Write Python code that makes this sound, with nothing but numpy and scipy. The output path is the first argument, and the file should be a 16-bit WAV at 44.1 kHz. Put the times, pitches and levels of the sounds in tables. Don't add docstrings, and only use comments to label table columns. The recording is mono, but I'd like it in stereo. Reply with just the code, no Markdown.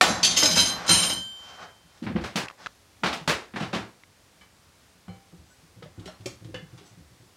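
import sys
import numpy as np
from scipy import signal
from scipy.fft import rfft, irfft, next_fast_len
from scipy.io import wavfile
from scipy.ndimage import uniform_filter1d

SR = 44100
rng = np.random.default_rng(int(sys.argv[2]) if len(sys.argv) > 2 else 0)


def put_to_file(sound):
    columns = np.atleast_2d(sound).T
    safe = np.clip(columns, -1, 1)
    whole_steps = np.round(safe * 32767)
    wavfile.write(sys.argv[1], SR, whole_steps.astype(np.int16))


def boost(x):
    u = np.asarray(x, float) / 20
    return 10 ** u


N = 324576


def read(table, hz):
    f, v = np.transpose(table)
    return np.interp(np.log(hz + 1), np.log(f), v)


def shape(x, gain):
    size = next_fast_len(x.shape[-1] + SR // 4)
    hz = np.arange(size // 2 + 1) * SR / size
    return irfft(rfft(x, size) * gain(hz), size)[..., :x.shape[-1]]


def below(hz, edge_hz, order):
    return 1 / (1 + (hz / edge_hz) ** order)


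def above(hz, edge_hz, order):
    return 1 / (1 + (edge_hz / (hz + 1)) ** order)


def octave(hz, centre_hz):
    return np.clip(1 - abs(np.log2((hz + 1) / centre_hz)), 0, 1)


def fade(length, t60_s):
    return np.exp(-np.log(1000) * np.arange(length) / SR / np.clip(t60_s, .002, 3))


def ring(x, modes, longest_s=3.1):
    out = 0
    for hz, db, t60_s in modes:
        r = np.exp(-np.log(1000) / (np.clip(t60_s, .01, longest_s) * SR))
        w = 2 * np.pi * hz / SR
        out = out + boost(db) * signal.lfilter([np.sin(w)], [1, -2 * r * np.cos(w), r * r], x)
    return out


def lasting(rows, t60_s):
    return [(*row, t60_s) for row in rows]


def contacts(rows, grain_db, length=N, rise_s=0.0017):
    out = np.zeros(length + SR // 2)
    span = SR // 3
    rise = 1 - np.exp(-np.arange(span) / SR / rise_s)
    for s, db, t60_s in rows:
        unevenness = np.minimum(rng.exponential(size=span), 6)
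        grains = rng.standard_normal(span) * boost(grain_db * unevenness)
        out[int(s * SR):][:span] += boost(db) * rise * fade(span, t60_s) * grains / grains.std()
    return out[:length]


def pings(rows, push_cycles):
    out = np.zeros(N + SR)
    t = np.arange(SR // 2) / SR
    for s, db, hz, t60_s in rows:
        build = 1 - np.exp(-t * hz / push_cycles)
        swing = np.sin(2 * np.pi * hz * t) * build * fade(len(t), t60_s)
        out[int(s * SR):][:len(t)] += boost(db) * swing / abs(swing).max()
    return out[:N]


def strike(blows, modes):
    return pings([(s, db + g, hz, t60_s) for s, db in blows for hz, g, t60_s in modes], 0.94)


def ports(three, alike):
    def likeness(hz):
        return np.clip(read(alike, hz), -1, 1)

    sides = []
    for k in range(2):
        shared = shape(three[0], lambda hz: np.sqrt(abs(likeness(hz))) * np.sign(likeness(hz)) ** k)
        own = shape(three[1 + k], lambda hz: np.sqrt(1 - abs(likeness(hz))))
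        sides.append(shared + own)
    return np.array(sides)


# f/Hz, phase/rad
PORT_TURN = [(60, 0), (3000, .1), (5500, .4), (7500, 1.6), (9500, 2.3), (16000, 2.4)]


def direct_pair(x):
    return np.array([shape(x, lambda hz: np.exp(.5j * side * read(PORT_TURN, hz))) for side in (1, -1)])


# f/Hz, t60/s
ROOM_T60 = [(60, 0.35), (250, .35), (1000, 0.34), (3000, 0.29), (7000, 0.29), (15000, 0.18)]
# f/Hz, likeness/-1..1
PORT_ALIKE = [(60, .9), (130, .96), (450, .82), (1400, .5), (3100, .42), (6000, .2), (9000, -.4),
              (15000, -.6)]


def workshop(x, direct_db, build_s=0.0033):
    length, lead, tail = SR // 2, 256, 0
    noise = rng.standard_normal((3, length))
    for hz in 45.4 * 2. ** np.arange(9):
        band = shape(noise, lambda f: octave(f, hz))
        tail = tail + band * fade(length, read(ROOM_T60, hz))
    tail = tail * (1 - np.exp(-np.arange(length) / SR / build_s))
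    tail = tail / np.sqrt(np.mean(np.sum(tail ** 2, axis=1)))
    response = ports(np.pad(tail, ((0, 0), (lead, 0))), PORT_ALIKE)
    click = boost(direct_db) * (np.arange(response.shape[1]) == lead)
    response = response + direct_pair(click)
    return signal.fftconvolve(x[None], response, axes=1)[:, lead:lead + len(x)]


def moving(x, direct_db, move_s, count=3):
    t = np.arange(len(x)) / SR
    out = 0
    for k in range(count):
        share = np.sqrt(2 / count) * np.cos(np.pi * (t / move_s + k / count))
        out = out + workshop(x * share, direct_db)
    return out


def diffuse(x, direct_db, build_s=0.002):
    def lag(power, r):
        return signal.lfilter([1 - r], [1, -r], power)

    noise, wash = rng.standard_normal((3, len(x))), 0
    for hz in 49.5 * 2. ** np.arange(9):
        power = shape(x, lambda f: octave(f, hz)) ** 2
        power = lag(power, np.exp(-1 / (build_s * SR)))
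        power = lag(power, 10 ** (-6 / (read(ROOM_T60, hz) * SR)))
        band = shape(noise, lambda f: octave(f, hz))
        wash = wash + band / band.std() * np.sqrt(power)
    return ports(wash, PORT_ALIKE) + boost(direct_db) * direct_pair(x)


# f/Hz, density/dB per Hz
HISS = [(30, -14.5), (91, -3.5), (140, -7), (654, -11), (1430, -13.5), (4950, -20.5), (10000, -28),
        (15800, -38)]
# f/Hz, likeness/-1..1
HISS_ALIKE = [(60, 1), (130, -0.17), (290, -0.47), (640, -0.56), (1410, -0.51), (3100, -0.36), (6820, 0.43),
              (15000, 1)]


def hiss():
    air = ports(shape(rng.standard_normal((3, N)), lambda hz: boost(read(HISS, hz))), HISS_ALIKE)
    steps = np.repeat(rng.standard_normal(N // 4096 + 1), 4096)
    sway_db = .5 * uniform_filter1d(steps, 4096)[:N]
    return air * boost(-58.6 + sway_db) / air.mean(axis=0).std()


# f/Hz, density/dB per Hz
WOOD = [(120, -35), (232, -1), (290, -6.5), (647, -3), (2170, -5), (3190, -5), (8740, -24), (16000, -44)]


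def wood(rows, rise_s):
    split_hz, top_hz = 2700, 7500
    s, db, treble_db, t60_s = np.transpose(rows)

    def part(level_db, grain_db, band):
        burst = contacts(zip(s, level_db, t60_s), grain_db, rise_s=rise_s)
        return shape(burst, lambda hz: boost(read(WOOD, hz)) * band(hz))

    body = part(db, 3.8, lambda hz: below(hz, split_hz, 4))
    hard = part(db + treble_db + 6.5, 1.9, lambda hz: below(hz, top_hz, 4) - below(hz, split_hz, 4))
    top = part(db + 2.07 * treble_db + 14.5, 2.2, lambda hz: 1 - below(hz, top_hz, 4))
    return body + hard + top


# t/s, peak level/dB, treble/dB, contact t60/s
KNOCKS = [(0.01, -4.5, -1, 0.041), (2.026, -34.5, -7, 0.098), (2.066, -22, -36, 0.047),
          (2.158, -22.5, -22, 0.063), (2.21, -34.5, -8, 0.097), (2.238, -24, -5, 0.077),
          (2.357, -12.5, -1, 0.033), (2.372, -19, -5.5, 0.097), (3.034, -13, -9, 0.068),
          (3.059, -13, -8.5, 0.052), (3.11, -28.5, -7.5, 0.053), (3.128, -14.5, -3.5, 0.024),
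          (3.276, -10.5, -2.5, 0.038), (3.294, -5.5, -5.5, 0.029), (3.537, -26.5, -27, 0.027),
          (3.559, -18.5, -12.5, 0.057), (3.6, -21.5, -9.5, 0.064), (3.622, -22.5, -9.5, 0.061),
          (3.729, -17.5, -8.5, 0.094), (3.745, -19, -9, 0.046), (3.77, -23.5, -12, 0.04)]


def knocks():
    length = int(4.4 * SR)
    dry_knocks = boost(12.0) * wood(KNOCKS, rise_s=0.0012)[:length]
    return np.pad(diffuse(dry_knocks, -6), ((0, 0), (0, N - length)))


# f/Hz, level/dB, t60/s
DROP = [(738, -5.5, 0.16), (1153, -7.5, 0.11), (1330, 4.5, 0.018), (1817, -1.5, 0.074), (2320, 1, 0.025),
        (3961, -14, 0.086), (7424, -22.5, 0.4), (9340, -16, 0.1)]


def tool_drop():
    return strike([(.0108, -13)], DROP)


# t/s, peak level/dB, rattle t60/s
CLASH_0 = [
    (0.0138, -4.5, 0.029),
    (.05, -21.5, 0.28),
]
CLASH_A = [
    (0.229, -11, 0.088),
    (0.2456, -6, 0.048),
    (0.2999, -14.5, 0.075),
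]
CLASH_B = [(0.361, -5.5, 0.069), (0.366, 4.5, 0.022), (0.3807, -11, 0.029), (0.4284, -4.5, 0.042),
           (0.456, -4, 0.032), (0.5013, -23, 0.29), (.555, -16, 0.17), (0.5719, -11, 0.085),
           (0.5874, -11, 0.089), (.62, -18.5, 0.036), (0.6493, -7.5, 0.041)]
CLASH_C = [
    (0.862, -28.5, 0.089),
    (0.878, -12.5, 0.042),
    (0.8895, -6, 0.059),
    (0.92, -8, 0.057),
    (.945, -15.5, 0.083),
    (0.968, -17, 0.11),
    (1.02, -18.5, 0.13),
    (1.095, -19.5, 0.065),
]
# f/Hz, level/dB, t60/s
LEVER_0 = [(4020, -12, .25), (4680, -17, .2), (5750, -14, .1), (6320, -15, .25), (7420, -13, .3),
           (9240, -21, .1), (11100, -27, .2), (11700, -34, .15)]
LEVER_A = [(3290, -9, .12), (3700, -7, .27), (4060, -10, .2), (4530, -4, .27), (4800, -9, .2),
           (5270, -10, .27), (6150, -6, .15), (6300, -6, .15), (7500, -12, .15), (7890, -13, .15),
           (8900, -17, .1), (10330, -23, .2), (11100, -26, .15), (12000, -35, .2), (8500, -20, .1),
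           (9300, -17, .1), (10000, -27, .1), (10650, -26, .1), (11750, -30, .12), (12500, -36, .2)]
LEVER_B = [(2295, -16, .2), (3145, -5, .22), (4062, -1, .22), (5061, -10, .15), (5122, -4, .18),
           (5177, -2, .2), (6270, -6, .2), (6340, -4, .25), (6440, -8, .2), (7340, -11, .25),
           (7550, -7, .15), (8655, -13, .2), (8900, -14, .2), (9300, -19, .15)]
LEVER_C = [(2310, -17, .27), (2990, -10, .27), (3141, -2, .22), (4075, -4, .34), (4118, -2, .3),
           (5205, -3, .3), (6165, -8, .25), (6445, -8, .25), (7200, -11, .27), (7345, -9, .25),
           (7545, -10, .25), (8655, -13, .27), (8845, -12, .27), (9250, -21, .2)]
# f/Hz, level/dB, t60/s
LEVER_TOP = [(9680, -33, .27), (10100, -20, .25), (10300, -19, .2), (10700, -19, .2), (11600, -23, .27),
             (11820, -22, .27), (12560, -29, .27), (13150, -36, .27), (13410, -35, .27), (13825, -34, .27),
             (14300, -40, .27), (14824, -37, .27), (15082, -35, .27)]
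CRUNCH_DB = (-2.3, 1, 0, 2)
# t/s, peak level/dB
LANDINGS = [
    (0.245, -38),
    (0.367, -50),
    (0.424, -11.5),
    (0.562, -12.5),
    (0.89, -9),
    (0.919, -36),
    (1.099, -26),
]
# f/Hz, level/dB, t60/s
BAR_LOW = [(635, -3, .3), (860, -8, .15), (960, -5, .25), (1570, -5, .45), (1810, -8, .5), (2300, -5, .45)]


def levers():
    length = int(2.2 * SR)
    pushes = [contacts(rows, 2.8, length, rise_s=0.0043) for rows in (CLASH_0, CLASH_A, CLASH_B, CLASH_C)]
    held = (LEVER_0, LEVER_A, LEVER_B + LEVER_TOP, LEVER_C + LEVER_TOP)
    ring_db = (-23.5, -30.0, -33, -29.5)

    landing = contacts(lasting(LANDINGS, 0.048), 3.0, length, rise_s=0.00083)
    thud = shape(landing, lambda hz: above(hz, 300, 2) * below(hz, 2000, 6))
    crunch = sum(boost(db) * push for db, push in zip(CRUNCH_DB, pushes))
    crunch = shape(crunch, lambda hz: above(hz, 2900, 4))
    low = boost(6.0) * crunch + boost(8) * thud + boost(-34.5) * ring(landing, BAR_LOW)

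    high = 0
    valley_db, half_width_hz = -22.5, 220
    for push, modes, db in zip(pushes, held, ring_db):
        sisters = [(hz * (1 + .011 * rng.standard_normal()), g - 4, .5 * t60_s) for hz, g, t60_s in list(modes) * 2]
        cluster = list(modes) + sisters
        low = low + boost(db) * ring(push, [m for m in cluster if m[0] < 8000])
        tops_hz = [m[0] for m in modes if m[0] >= 8000]
        treble = ring(push, [m for m in cluster if m[0] >= 8000])

        def near(f):
            return boost(valley_db) + np.max([1 / (1 + ((f - hz) / half_width_hz) ** 4) for hz in tops_hz], axis=0)

        high = high + boost(db + 10.5) * shape(treble, near)
    low = shape(low, lambda hz: below(hz, 7750, 24))
    high = shape(high, lambda hz: above(hz, 8350, 30))
    return np.pad(moving(low + high, -1.5, move_s=.3), ((0, 0), (0, N - length)))


# t/s, level/dB, rumble/dB
SHOVE = [
    (0.029, -22.5, -13),
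    (0.2, -37.5, -5.5),
    (0.606, -39.5, 5.5),
    (0.86, -37.5, -15),
    (0.906, -39.5, 9),
    (1.012, -33.5, -9),
    (1.171, -49.5, 9.5),
    (1.3, -87, -21),
]
# peak t/s, level/dB, swell/s, stop/s, treble/dB
SLIDES = [
    (1.5, -51, 0.39, 0.12, -1),
    (1.635, -39.5, 0.14, 0.041, -10),
    (1.98, -60.5, 0.354, 0.057, -1),
    (2.471, -17, 0.012, 0.0039, -15),
    (2.656, -49.5, 0.44, 0.005, -2),
    (6.08, -57, 0.35, 0.21, -14),
    (6.87, -65, 1, 0.27, -5),
]


def drags():
    t, out = np.arange(N) / SR, 0
    swell_db = 23.5
    unevenness = np.minimum(rng.exponential(size=N), 5)
    grains = rng.standard_normal((3, N)) * boost(3.1 * unevenness)
    body = shape(grains[0], lambda hz: above(hz, 450, 4) * below(hz, 1800, 4))
    treble = shape(grains[1], lambda hz: above(hz, 2500, 4) * below(hz, 6500, 6))
    rumble = shape(grains[2], lambda hz: above(hz, 55, 4) * below(hz, 300, 4)
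                   * (1 + 1.8 / (1 + ((hz - 228) / 30) ** 2)))
    body, treble, rumble = body / body.std(), treble / treble.std(), rumble / rumble.std()

    def rub(treble_db, rumble_db):
        return body + boost(treble_db) * treble + boost(rumble_db) * rumble

    for s, db, swell_s, stop_s, treble_db in SLIDES:
        distance = np.where(t < s, (s - t) / swell_s, (t - s) / stop_s)
        out = out + boost(db - swell_db * distance) * rub(treble_db, -15)
    s, db, rumble_db = np.transpose(SHOVE)
    active = (t > s[0]) * (t < s[-1])
    return out + boost(np.interp(t, s, db)) * active * rub(-7, np.interp(t, s, rumble_db))


# t/s, peak level/dB, f/Hz
HEAVY_THUMPS = [(0.101, -22.5, 217), (0.428, -24.5, 299), (0.569, -21.5, 247), (0.9, -24, 329),
                (0.929, -29, 276), (1.047, -42, 65), (1.165, -39.5, 260), (1.838, -54, 162.5),
                (2.02, -26.5, 229), (2.062, -22.5, 204), (2.098, -24, 233), (2.151, -16, 204),
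                (2.165, -23.5, 220), (2.186, -31, 235), (2.24, -37, 220), (2.354, -24, 211),
                (3.035, -26.5, 192.3), (3.209, -38, 153), (3.275, -23, 156), (3.538, -30, 220),
                (3.563, -27, 217), (3.607, -23, 204), (3.732, -23, 212.6), (3.758, -24, 205)]
# t/s, peak level/dB, f/Hz
HAND_THUMPS = [(4.403, -53, 189.6), (4.95, -59.5, 172), (5.079, -31.5, 183), (5.086, -38, 98),
               (5.325, -43, 167), (5.38, -44, 77.4), (5.629, -49, 160), (5.76, -41.5, 112),
               (5.831, -38, 151.5), (5.976, -32, 102), (6.057, -40.5, 183), (6.198, -38.5, 104),
               (6.257, -34, 123), (6.3, -46, 119), (6.41, -41, 105), (6.447, -34.5, 118), (6.483, -35, 105),
               (6.544, -33.5, 110), (6.623, -41, 150), (6.726, -38.5, 123), (6.809, -44.5, 401),
               (6.911, -45.5, 109), (6.97, -47, 163), (7, -47, 73.3), (7.101, -50.5, 126.7),
               (7.197, -51.5, 122.7)]
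# f/Hz, width/Hz, level/dB
BENCH = [(81.6, 26.4, 10), (105, 41, 3), (150, 27, 2), (204, 50.6, 8), (309.6, 27.5, 7), (367, 33, -2),
         (489, 28, 3.5), (597, 62, -10)]


def bench():
    thumps = lasting(HEAVY_THUMPS, 0.11) + lasting(HAND_THUMPS, 0.16)
    s, db, _, t60_s = np.transpose(thumps)
    push = contacts(zip(s, db, 0.87 * t60_s), 2.5, rise_s=0.003)
    rumble = ring(push, [(hz, g, 0.92 / width_hz) for hz, width_hz, g in BENCH])
    rumble = shape(rumble, lambda hz: above(hz, 75, 4) * below(hz, 420, 2))
    return pings(thumps, 0.87), boost(-37.0) * rumble


# t/s, level/dB
FREE_BLOWS = [
    (0.379, -32),
    (.9, -27),
    (1.019, -35),
    (1.109, -27.5),
    (1.169, -42),
]
# f/Hz, level/dB, t60/s
LEVER_FREE = [(3119, -5, 1.2), (3601, -24, .9), (4722, -22, .9), (5082, -12, .35), (7203, -13, 1.0),
              (8886, -15, .6), (11443, -19, 1.3)]


def free_lever():
    blows = np.zeros(3 * SR)
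    for s, db in FREE_BLOWS:
        blows[int(s * SR)] = boost(db - 9)
    return np.pad(workshop(ring(blows, LEVER_FREE), 9), ((0, 0), (0, N - 3 * SR)))


# t/s, peak level/dB, f/Hz
TICKS = [
    (2.484, -26.5, 2620),
    (2.500, -30.5, 1230),
    (2.51, -34, 1140),
    (2.661, -20.5, 1660),
    (2.668, -21.5, 1326),
    (4.036, -38, 2080),
]


def ticks():
    crackle = contacts([(s, db + 4.5, .015) for s, db, _ in TICKS], 3.7, rise_s=0.001)
    crackle = shape(crackle, lambda hz: above(hz, 900, 4) * below(hz, 4500, 4))
    return crackle + pings(lasting(TICKS, .009), 0.14)


# t/s, level/dB
SPOKE_TICK = (4.41, -46)
SPOKE_PLUCK = (5.09, -50)
# f/Hz, level/dB, t60/s
SPOKES = [(786, -3, 0.7), (1696, -14, .4), (2083, -14, .4), (2293, -9, 0.45), (3031, -11, .4),
          (4183, -9, 0.33)]


def spokes():
    damped = [(hz, db, .5 * t60_s) for hz, db, t60_s in SPOKES[1:-1]]
    return strike([SPOKE_TICK], damped) + strike([SPOKE_PLUCK], SPOKES)


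# t/s, peak level/dB, treble/dB, contact t60/s
TAPS = [(4.414, -44.5, -6, 0.081), (5.08, -33, -17, 0.033), (5.824, -33.5, -6.5, 0.058),
        (5.995, -47, 4.5, 0.039), (6.056, -39, 3.5, 0.074), (6.074, -30, -10, 0.046),
        (6.207, -41.5, -1, 0.029), (6.258, -28.5, 7, 0.03), (6.272, -33, -18, 0.035), (6.445, -41, 2, 0.03),
        (6.543, -26, -1.5, 0.027), (6.558, -28, -13, 0.021), (6.775, -47, -0.5, 0.19),
        (6.859, -62, 8.5, 0.14)]


def taps():
    return boost(5.5) * wood(TAPS, rise_s=0.0024)


# t/s, peak level/dB, f/Hz
KNUCKLES = [(5.338, -51.5, 385), (5.823, -41, 477), (5.826, -46, 1270), (5.859, -44, 594), (6.06, -38, 387),
            (6.084, -39, 630), (6.258, -31, 375), (6.264, -33.5, 561), (6.542, -33, 506), (6.579, -49, 455),
            (7.231, -52.5, 367)]


def knuckles():
    return pings(lasting(KNUCKLES, 0.094), 0.07)


# t/s, level/dB, contact t60/s
NIPPLE_PLUCKS = [
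    (5.46, -74, 0.067),
    (5.5, -64, 0.065),
]
RIM_PLUCKS = [
    (5.825, -86, 0.029),
    (6.543, -48, 0.064),
]
VALVE_PLUCKS = [
    (6.075, -60, 0.016),
    (6.261, -56, 0.027),
]
CAP_RUBS = [
    (6.85, -66.5, 0.18),
]
# f/Hz, level/dB, t60/s
NIPPLE = [(1504, -9, 0.3), (5880, -4, 0.043), (6000, -6, 0.044), (7860, 1, 0.05)]
RIM = [(1783, 3, 0.046), (2080, -2, 0.057), (2760, 4.5, 0.021), (2950, 1, 0.031), (3390, -3, 0.038),
       (4323, -28, 0.2)]
VALVE = [(2800, -23, 0.45), (4200, 10, 0.07), (5540, 12, 0.044), (6300, -8.5, 0.46), (6850, -14, 0.13),
         (7940, -4, 0.072), (7741, -22, 0.33), (8800, -17, 0.22)]
CAP = [(5800, -3, 0.033), (6100, 0, 0.03), (7850, -2, 0.028)]


def rim():
    parts = ((NIPPLE_PLUCKS, NIPPLE, .3), (RIM_PLUCKS, RIM, .14), (VALVE_PLUCKS, VALVE, .2), (CAP_RUBS, CAP, .2))
    return boost(-11.5) * sum(ring(contacts(plucks, 1.6), modes, longest_s) for plucks, modes, longest_s in parts)


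def scene():
    t = np.arange(N) / SR
    start_s, cut_s = .0105, 2.462
    swing, rumble = bench()
    solid = tool_drop() + boost(-4.5) * swing + spokes() + knuckles()
    far = knocks() * ((t < cut_s) | (t > 3)) + boost(-4) * levers()
    near = workshop(boost(-4.5) * drags() + rumble + taps() + rim() + boost(-14.0) * solid, 2.1)
    chop = np.interp(t - cut_s, [0, .001, .11, .15], [1, .1, .1, 1])
    mix = (far + near + solid + free_lever()) * chop + ticks() + hiss()
    return mix * np.where(t > start_s, 1, boost(-15))


def low_pass(x):
    return signal.sosfilt(signal.butter(12, 16520, fs=SR, output="sos"), x)


def record(dry):
    bass_cut = signal.butter(4, 46, "high", fs=SR, output="sos")
    top_cut = signal.ellip(10, .2, 80, 15850, fs=SR, output="sos")
    clipped = np.clip(signal.sosfilt(bass_cut, dry), -1, 1)
    return low_pass(signal.sosfilt(top_cut, clipped))


dry = scene()
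out = record(dry)
put_to_file(out)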